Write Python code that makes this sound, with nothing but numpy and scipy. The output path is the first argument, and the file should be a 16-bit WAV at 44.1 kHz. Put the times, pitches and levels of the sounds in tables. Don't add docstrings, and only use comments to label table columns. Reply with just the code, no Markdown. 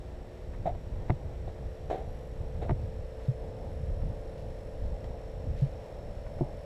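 import sys
import numpy as np
from scipy import signal
from scipy.fft import rfft, irfft, next_fast_len
from scipy.io import wavfile
from scipy.ndimage import uniform_filter1d, map_coordinates

SR = 44100
rng = np.random.default_rng(int(sys.argv[2]) if len(sys.argv) > 2 else 0)


def to_wav(s):
    ch = np.atleast_2d(s).T
    pcm = np.round(np.clip(ch, -1, 1) * 32767)
    wavfile.write(sys.argv[1], SR, pcm.astype(np.int16))


N = 293661

# time in seconds, place (0 approaching, 1 in front of the fan, 2 beyond).
WALK = [(0, 0), (1.7, 0.56), (2.8, 0.8), (5.4, 1.49), (6.66, 2.2)]
# multiple of the shaft rate (rounded in use), relative dB at places 0, 1, 2.
FAN_TONES = [(29, -59.5, -49.5, -56.5), (31, -71, -63.5, -62), (33, -58.5, -51.5, -54.5),
             (35, -67.5, -55.5, -55.5), (37, -65.5, -55, -56), (38, -64, -59.5, -53.5),
             (41, -64, -58.5, -64.5), (42, -70.5, -68, -55.5), (45, -92, -67.5, -78), (46, -82, -66, -67),
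             (63.86, -75.5, -75, -71.5)]
# frequency in Hz, relative dB at places 0, 1, 2.
MOTOR_TONES = [(60.6, -51, -48, -56), (361.3, -56, -65, -71)]

# time in seconds, relative rumble level in dB.
WIND_LEVELS = [(0.0, -39.5), (0.43, -46.5), (0.61, -39.5), (2.32, -41.5), (2.87, -35.5), (3.11, -45),
               (3.95, -34.5), (4.77, -45.5), (4.84, -34.5), (5.3, -44), (5.56, -36), (5.84, -48.5),
               (6.19, -40), (6.66, -44)]
# frequency in Hz, relative density in dB.
RUMBLE_SPECTRUM = [(11, -40), (18, 1.5), (43, 2), (65, 0.5), (105, -4), (177, -13.5), (205, -18),
                   (330, -25), (430, -50), (730, -120)]
RUSH_SPECTRUM = [(150, 3), (280, -0.5), (360, 1), (520, -0.5), (700, 1), (830, -2.5), (1000, -11.5),
                 (1300, -22.5), (2000, -50)]
HISS_SPECTRUM = [(600, -10.5), (1100, 3), (1500, 1.5), (1850, 4), (2200, -0.5), (3400, -5), (3950, -5),
                 (4700, -9.5), (6200, -13), (7500, -14.5), (9800, -20), (15000, -23)]

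# time in seconds, frequency in Hz, relative dB.
COIL_OVERTONE = [(0.2, 10960, -88), (0.88, 11160, -86.5), (1.53, 11060, -87), (2.18, 11240, -80),
                 (2.43, 11070, -84), (3.31, 10710, -85), (3.81, 10880, -81.5), (4.88, 10840, -82.5),
                 (5.0, 10980, -86), (6.66, 10750, -83)]

# start in seconds, relative level in dB.
STONE_CRUNCHES = [(0.5338, -43), (2.5486, -50), (3.1996, -47.5), (3.2594, -53), (4.0128, -46),
                  (5.0409, -48), (6.2638, -45), (6.3854, -49)]
# start in seconds, level in dB, rise and t60 in seconds.
SAND_SLIDES = [(3.19, -65, 0.013, .35), (4.37, -57, .015, .2), (5.041, -61, .002, 0.13),
               (5.55, -50.5, 0.06, 0.43)]
# frequency in Hz, relative density in dB.
GRAVEL_SPECTRUM = [(500, 11), (900, 12), (1400, 2), (2000, 3), (3000, -13), (6000, -25), (12000, -32)]
SAND_SPECTRUM = [(2000, 6), (4000, 0), (8000, -11), (12000, -17)]

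# start in seconds, level in dB, frequency in Hz, rise in seconds.
MOUNT_JOLTS = [(0.656, -26.5, 161, 0.0014), (1.1196, -20, 138, 0.0016), (2.717, -14.5, 125, .0021),
               (2.84, -19, 70, 0.0088), (3.283, -8.5, 126.6, 0.0089), (5.619, -1, 136.3, 0.026),
               (6.413, -14, 131, 0.0035)]
# frequency in Hz, relative dB in a knock and in a scrape, t60 in seconds.
CASE_MODES = [(214, -21.5, -27, 0.028), (346, 4, -6.5, 0.024), (476, -37, -2, 0.013),
              (658, 1.5, -0.5, 0.029), (755, -4.5, 0.5, 0.02), (869, 5, -9.5, 0.012), (926, 5, -28, 0.017),
              (1184, -11.5, -34.5, 0.039), (1990, -8, -23.5, 0.0051), (3660, -28, -37.5, 0.018)]
# start in seconds, level in dB, rise, hold and t60 in seconds,
# low-mode gain in dB, relative grit level in dB.
CASE_SCRAPES = [(0.656, -28, 0.0019, 0.026, 0.12, -7.5, -23), (0.749, -38.5, .001, 0.0025, 0.044, 1, -19),
                (1.471, -40.5, 0.0071, 0.011, 0.11, 3, -14.5),
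                (1.899, -28.5, 0.0021, 0.0047, 0.39, 4.5, -16),
                (2.614, -33.5, 0.0082, 0.0081, 0.22, 1, -14)]
# start and gap to the second contact in seconds, ring level in dB,
# ring cutoff in Hz, levels of first crack, second crack and shove in dB.
CASE_KNOCKS = [(1.097, .0067, -20.5, 1310, -33.5, -24, -7), (2.6945, 0.014, -21.5, 1390, -32, -30.5, -13),
               (6.409, .008, -15.5, 560, -52, -66, -30)]
# frequency in Hz, relative level in dB, t60 in seconds.
EDGE_MODES = [(1460, 11.5, 0.002), (2040, 2, 0.0087), (2380, -43, 0.0036), (3720, -6, 0.0064)]
# frequency in Hz, relative density in dB.
GRIT_SPECTRUM = [(300, 0), (900, 13.5), (1300, 4.5), (2000, 5.5), (3000, -4.5), (3950, -1.5), (4700, -17),
                 (7000, -16), (11000, -27.5), (15000, -31)]
CRACK_SPECTRUM = [(500, 29), (950, 7), (1450, 5), (2100, -9), (2500, -20), (3000, -31), (3900, -28),
                  (4800, -56), (12000, -42)]


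def amp(db):
    return 10 ** (np.asarray(db) / 20)


def unit_rms(x):
    return x / np.sqrt(np.mean(x ** 2) + 1e-20)


def clock():
    return np.arange(N) / SR


def curves(rows):
    times_s, *columns = np.transpose(rows)
    return [np.interp(clock(), times_s, column) for column in columns]


def wobble(rate_hz):
    return map_coordinates(rng.standard_normal(int(N * rate_hz / SR) + 4), [clock() * rate_hz])


def filtered(x, response):
    size = next_fast_len(len(x) + 8192)
    return irfft(rfft(x, size) * response(np.fft.rfftfreq(size, 1 / SR)), size)[:len(x)]


def noise(spectrum):
    knots_hz, db = np.transpose(spectrum)
    log_hz = np.log(np.r_[knots_hz[0] / 2, knots_hz, knots_hz[-1] * 2])
    db = np.r_[db[0] - 20, db, -120]
    white = rng.standard_normal(N)
    return unit_rms(filtered(white, lambda hz: amp(np.interp(np.log(hz + 1), log_hz, db))))


def fade(t, t60_s):
    return np.exp(-np.log(1000) * t / t60_s)


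def swell(start_s, rise_s, t60_s, hold_s=0):
    t = np.maximum(clock() - start_s, 0)
    return (1 - np.exp(-t / rise_s)) * fade(np.maximum(t - hold_s, 0), t60_s)


def add(track, start_s, sound):
    part = track[round(start_s * SR):][:len(sound)]
    part += sound[:len(part)]


def air_conditioner(shaft_hz=15.335, drift=0.001364, gain_db=-0.82, flutter_db=0.86, blur_rad=0.058):
    place, = curves(WALK)

    def tone(cycles, levels_db):
        db = np.interp(place, [0, 1, 2], levels_db) + flutter_db * wobble(7.6)
        phase = 2 * np.pi * (cycles + rng.random()) + blur_rad * wobble(11)
        return np.sqrt(2) * amp(db) * np.sin(phase)

    turns = shaft_hz * np.cumsum(1 + drift * wobble(3.014)) / SR
    fan = sum(tone(round(order) * turns, levels_db) for order, *levels_db in FAN_TONES)
    drone = sum(tone(hz * clock(), levels_db) for hz, *levels_db in MOTOR_TONES)
    return amp(gain_db) * (fan + drone)


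def outdoor_air(rumble_gain_db=2, gust_db=2, rush_db=-53, hiss_db=-63.5):
    wind_db, = curves(WIND_LEVELS)
    place, = curves(WALK)
    rumble = amp(wind_db + rumble_gain_db + gust_db * wobble(12)) * noise(RUMBLE_SPECTRUM)
    rush = amp(rush_db + place + 2 * wobble(10)) * noise(RUSH_SPECTRUM)
    hiss = amp(hiss_db + 0.58 * place + 0.4 * wobble(11)) * noise(HISS_SPECTRUM)
    return rumble + rush + hiss


def electronics(frame_hz=47.952, whine_db=-71, growth_db_per_s=0.71, overtone_gain_db=9, idle_db=-13,
                blur_rad=1.4, fizz_db=-79, tone_db=-78, tone_hz=7696):
    def gate(on):
        return uniform_filter1d(on.astype(float), size=88)

    overtone_hz, overtone_db = curves(COIL_OVERTONE)
    phase = 2 * np.pi * np.cumsum(overtone_hz / 2) / SR
    growth = amp(growth_db_per_s * clock())
    fizz = amp(fizz_db) * growth * (wobble(500) * np.sin(phase) + wobble(500) * np.cos(phase)) / 2
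    whine = amp(whine_db) * growth * np.sin(phase + blur_rad * wobble(220))
    whine += amp(overtone_db + overtone_gain_db) * np.sin(2 * phase + blur_rad * wobble(220))
    loaded = gate((clock() * frame_hz + 0.03) % 1 < 0.27)
    whine *= loaded + amp(idle_db) * (1 - loaded)
    cycle = (clock() * frame_hz + 0.26) % 1
    tone = amp(tone_db) * gate(cycle < 0.76) * np.sin(2 * np.pi * tone_hz * cycle / frame_hz)
    return whine + fizz + tone


def crunches(stone_gain_db=-3, stone_rise_s=0.00067, stone_t60_s=0.094, grain_db=3):
    stones = sum(amp(db + stone_gain_db) * swell(start_s, stone_rise_s, stone_t60_s)
                 for start_s, db in STONE_CRUNCHES)
    sand = sum(amp(db) * swell(start_s, rise_s, t60_s) for start_s, db, rise_s, t60_s in SAND_SLIDES)
    ground = stones * noise(GRAVEL_SPECTRUM) + sand * noise(SAND_SPECTRUM)
    return ground * unit_rms(amp(grain_db * wobble(400)))


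def swing(start_s, hz, rise_s, t60_s):
    return -swell(start_s, rise_s, t60_s) * np.sin(2 * np.pi * hz * (clock() - start_s))


def thumps(t60_s=0.089):
    return sum(amp(db) * swing(start_s, hz, rise_s, t60_s) for start_s, db, hz, rise_s in MOUNT_JOLTS)


def case_ring(levels_db):
    t = np.arange(SR // 10) / SR
    ring = sum((-1) ** k * amp(db + rng.standard_normal()) * fade(t, t60_s) * np.sin(2 * np.pi * hz * t)
               for k, ((hz, _, _, t60_s), db) in enumerate(zip(CASE_MODES, levels_db)))
    return ring / np.abs(ring).max()


def scrapes(slips_per_s=900, low_edge_hz=540):
    out = np.zeros(N)
    for start_s, db, rise_s, hold_s, t60_s, low_db, grit_db in CASE_SCRAPES:
        slips = (rng.random(N) < slips_per_s / SR) * rng.standard_normal(N)
        modes_db = [scrape_db + low_db * (hz < low_edge_hz) for hz, _, scrape_db, _ in CASE_MODES]
        ring = signal.oaconvolve(slips, case_ring(modes_db))[:N]
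        ring /= np.sqrt(np.abs(uniform_filter1d(ring ** 2, size=SR // 50)) + 1e-9)
        grit = amp(grit_db) * noise(GRIT_SPECTRUM)
        out += amp(db) * swell(start_s, rise_s, t60_s, hold_s) * (ring + grit)
    return out


def edge_snap(cutoff_hz=2650):
    t = np.arange(SR // 20) / SR
    snap = sum(amp(db) * fade(t, t60_s) * np.sin(2 * np.pi * hz * t) for hz, db, t60_s in EDGE_MODES)
    snap = signal.sosfilt(signal.butter(3, cutoff_hz, fs=SR, output="sos"), snap)
    return snap / np.abs(snap).max()


def knocks(rebound_db=2.5, dulling=0.52, settle_s=0.0081, settle_db=-4, brush_s=0.018, brush_db=-13,
           rise_s=0.0004, crack_t60_s=0.036, rasp_t60_s=0.014, rasp_top_hz=4800):
    out = np.zeros(N)
    snap = edge_snap()
    crack = amp(-6) * noise(CRACK_SPECTRUM)
    rasp = amp(-12) * filtered(noise(GRIT_SPECTRUM), lambda hz: 1 / (1 + (hz / rasp_top_hz) ** 8))
    modes_db = [knock_db for _, knock_db, _, _ in CASE_MODES]
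    for start_s, gap_s, ring_db, bright_hz, first_db, second_db, shove_db in CASE_KNOCKS:
        rebound_s = start_s + gap_s
        dull_hz = bright_hz * dulling
        contacts = [(start_s, 0, bright_hz), (rebound_s, rebound_db, dull_hz),
                    (rebound_s + settle_s, settle_db, dull_hz)]
        for at_s, step_db, cutoff_hz in contacts:
            lowpass = signal.butter(3, cutoff_hz, fs=SR, output="sos")
            add(out, at_s, amp(ring_db + step_db) * signal.sosfilt(lowpass, case_ring(modes_db)))
        for at_s, db in [(start_s, first_db), (rebound_s, second_db)]:
            add(out, at_s, amp(db) * snap)
            out += amp(db) * swell(at_s, rise_s, crack_t60_s) * crack
            out += amp(db) * swell(at_s, rise_s, rasp_t60_s) * rasp
        brush = swell(start_s - brush_s, brush_s, crack_t60_s, hold_s=brush_s + gap_s)
        out += amp(first_db + brush_db) * brush * noise(GRAVEL_SPECTRUM)
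        out += amp(shove_db) * swing(start_s + gap_s / 2, hz=100, rise_s=0.0031, t60_s=0.037)
    return out


def scene():
    handling = thumps() + knocks() + scrapes()
    return (handling + crunches() + air_conditioner() + outdoor_air() + electronics())[None]


def record(dry):
    return filtered(dry[0], lambda hz: hz < 15350)[None]


dry = scene()
out = record(dry)
to_wav(out)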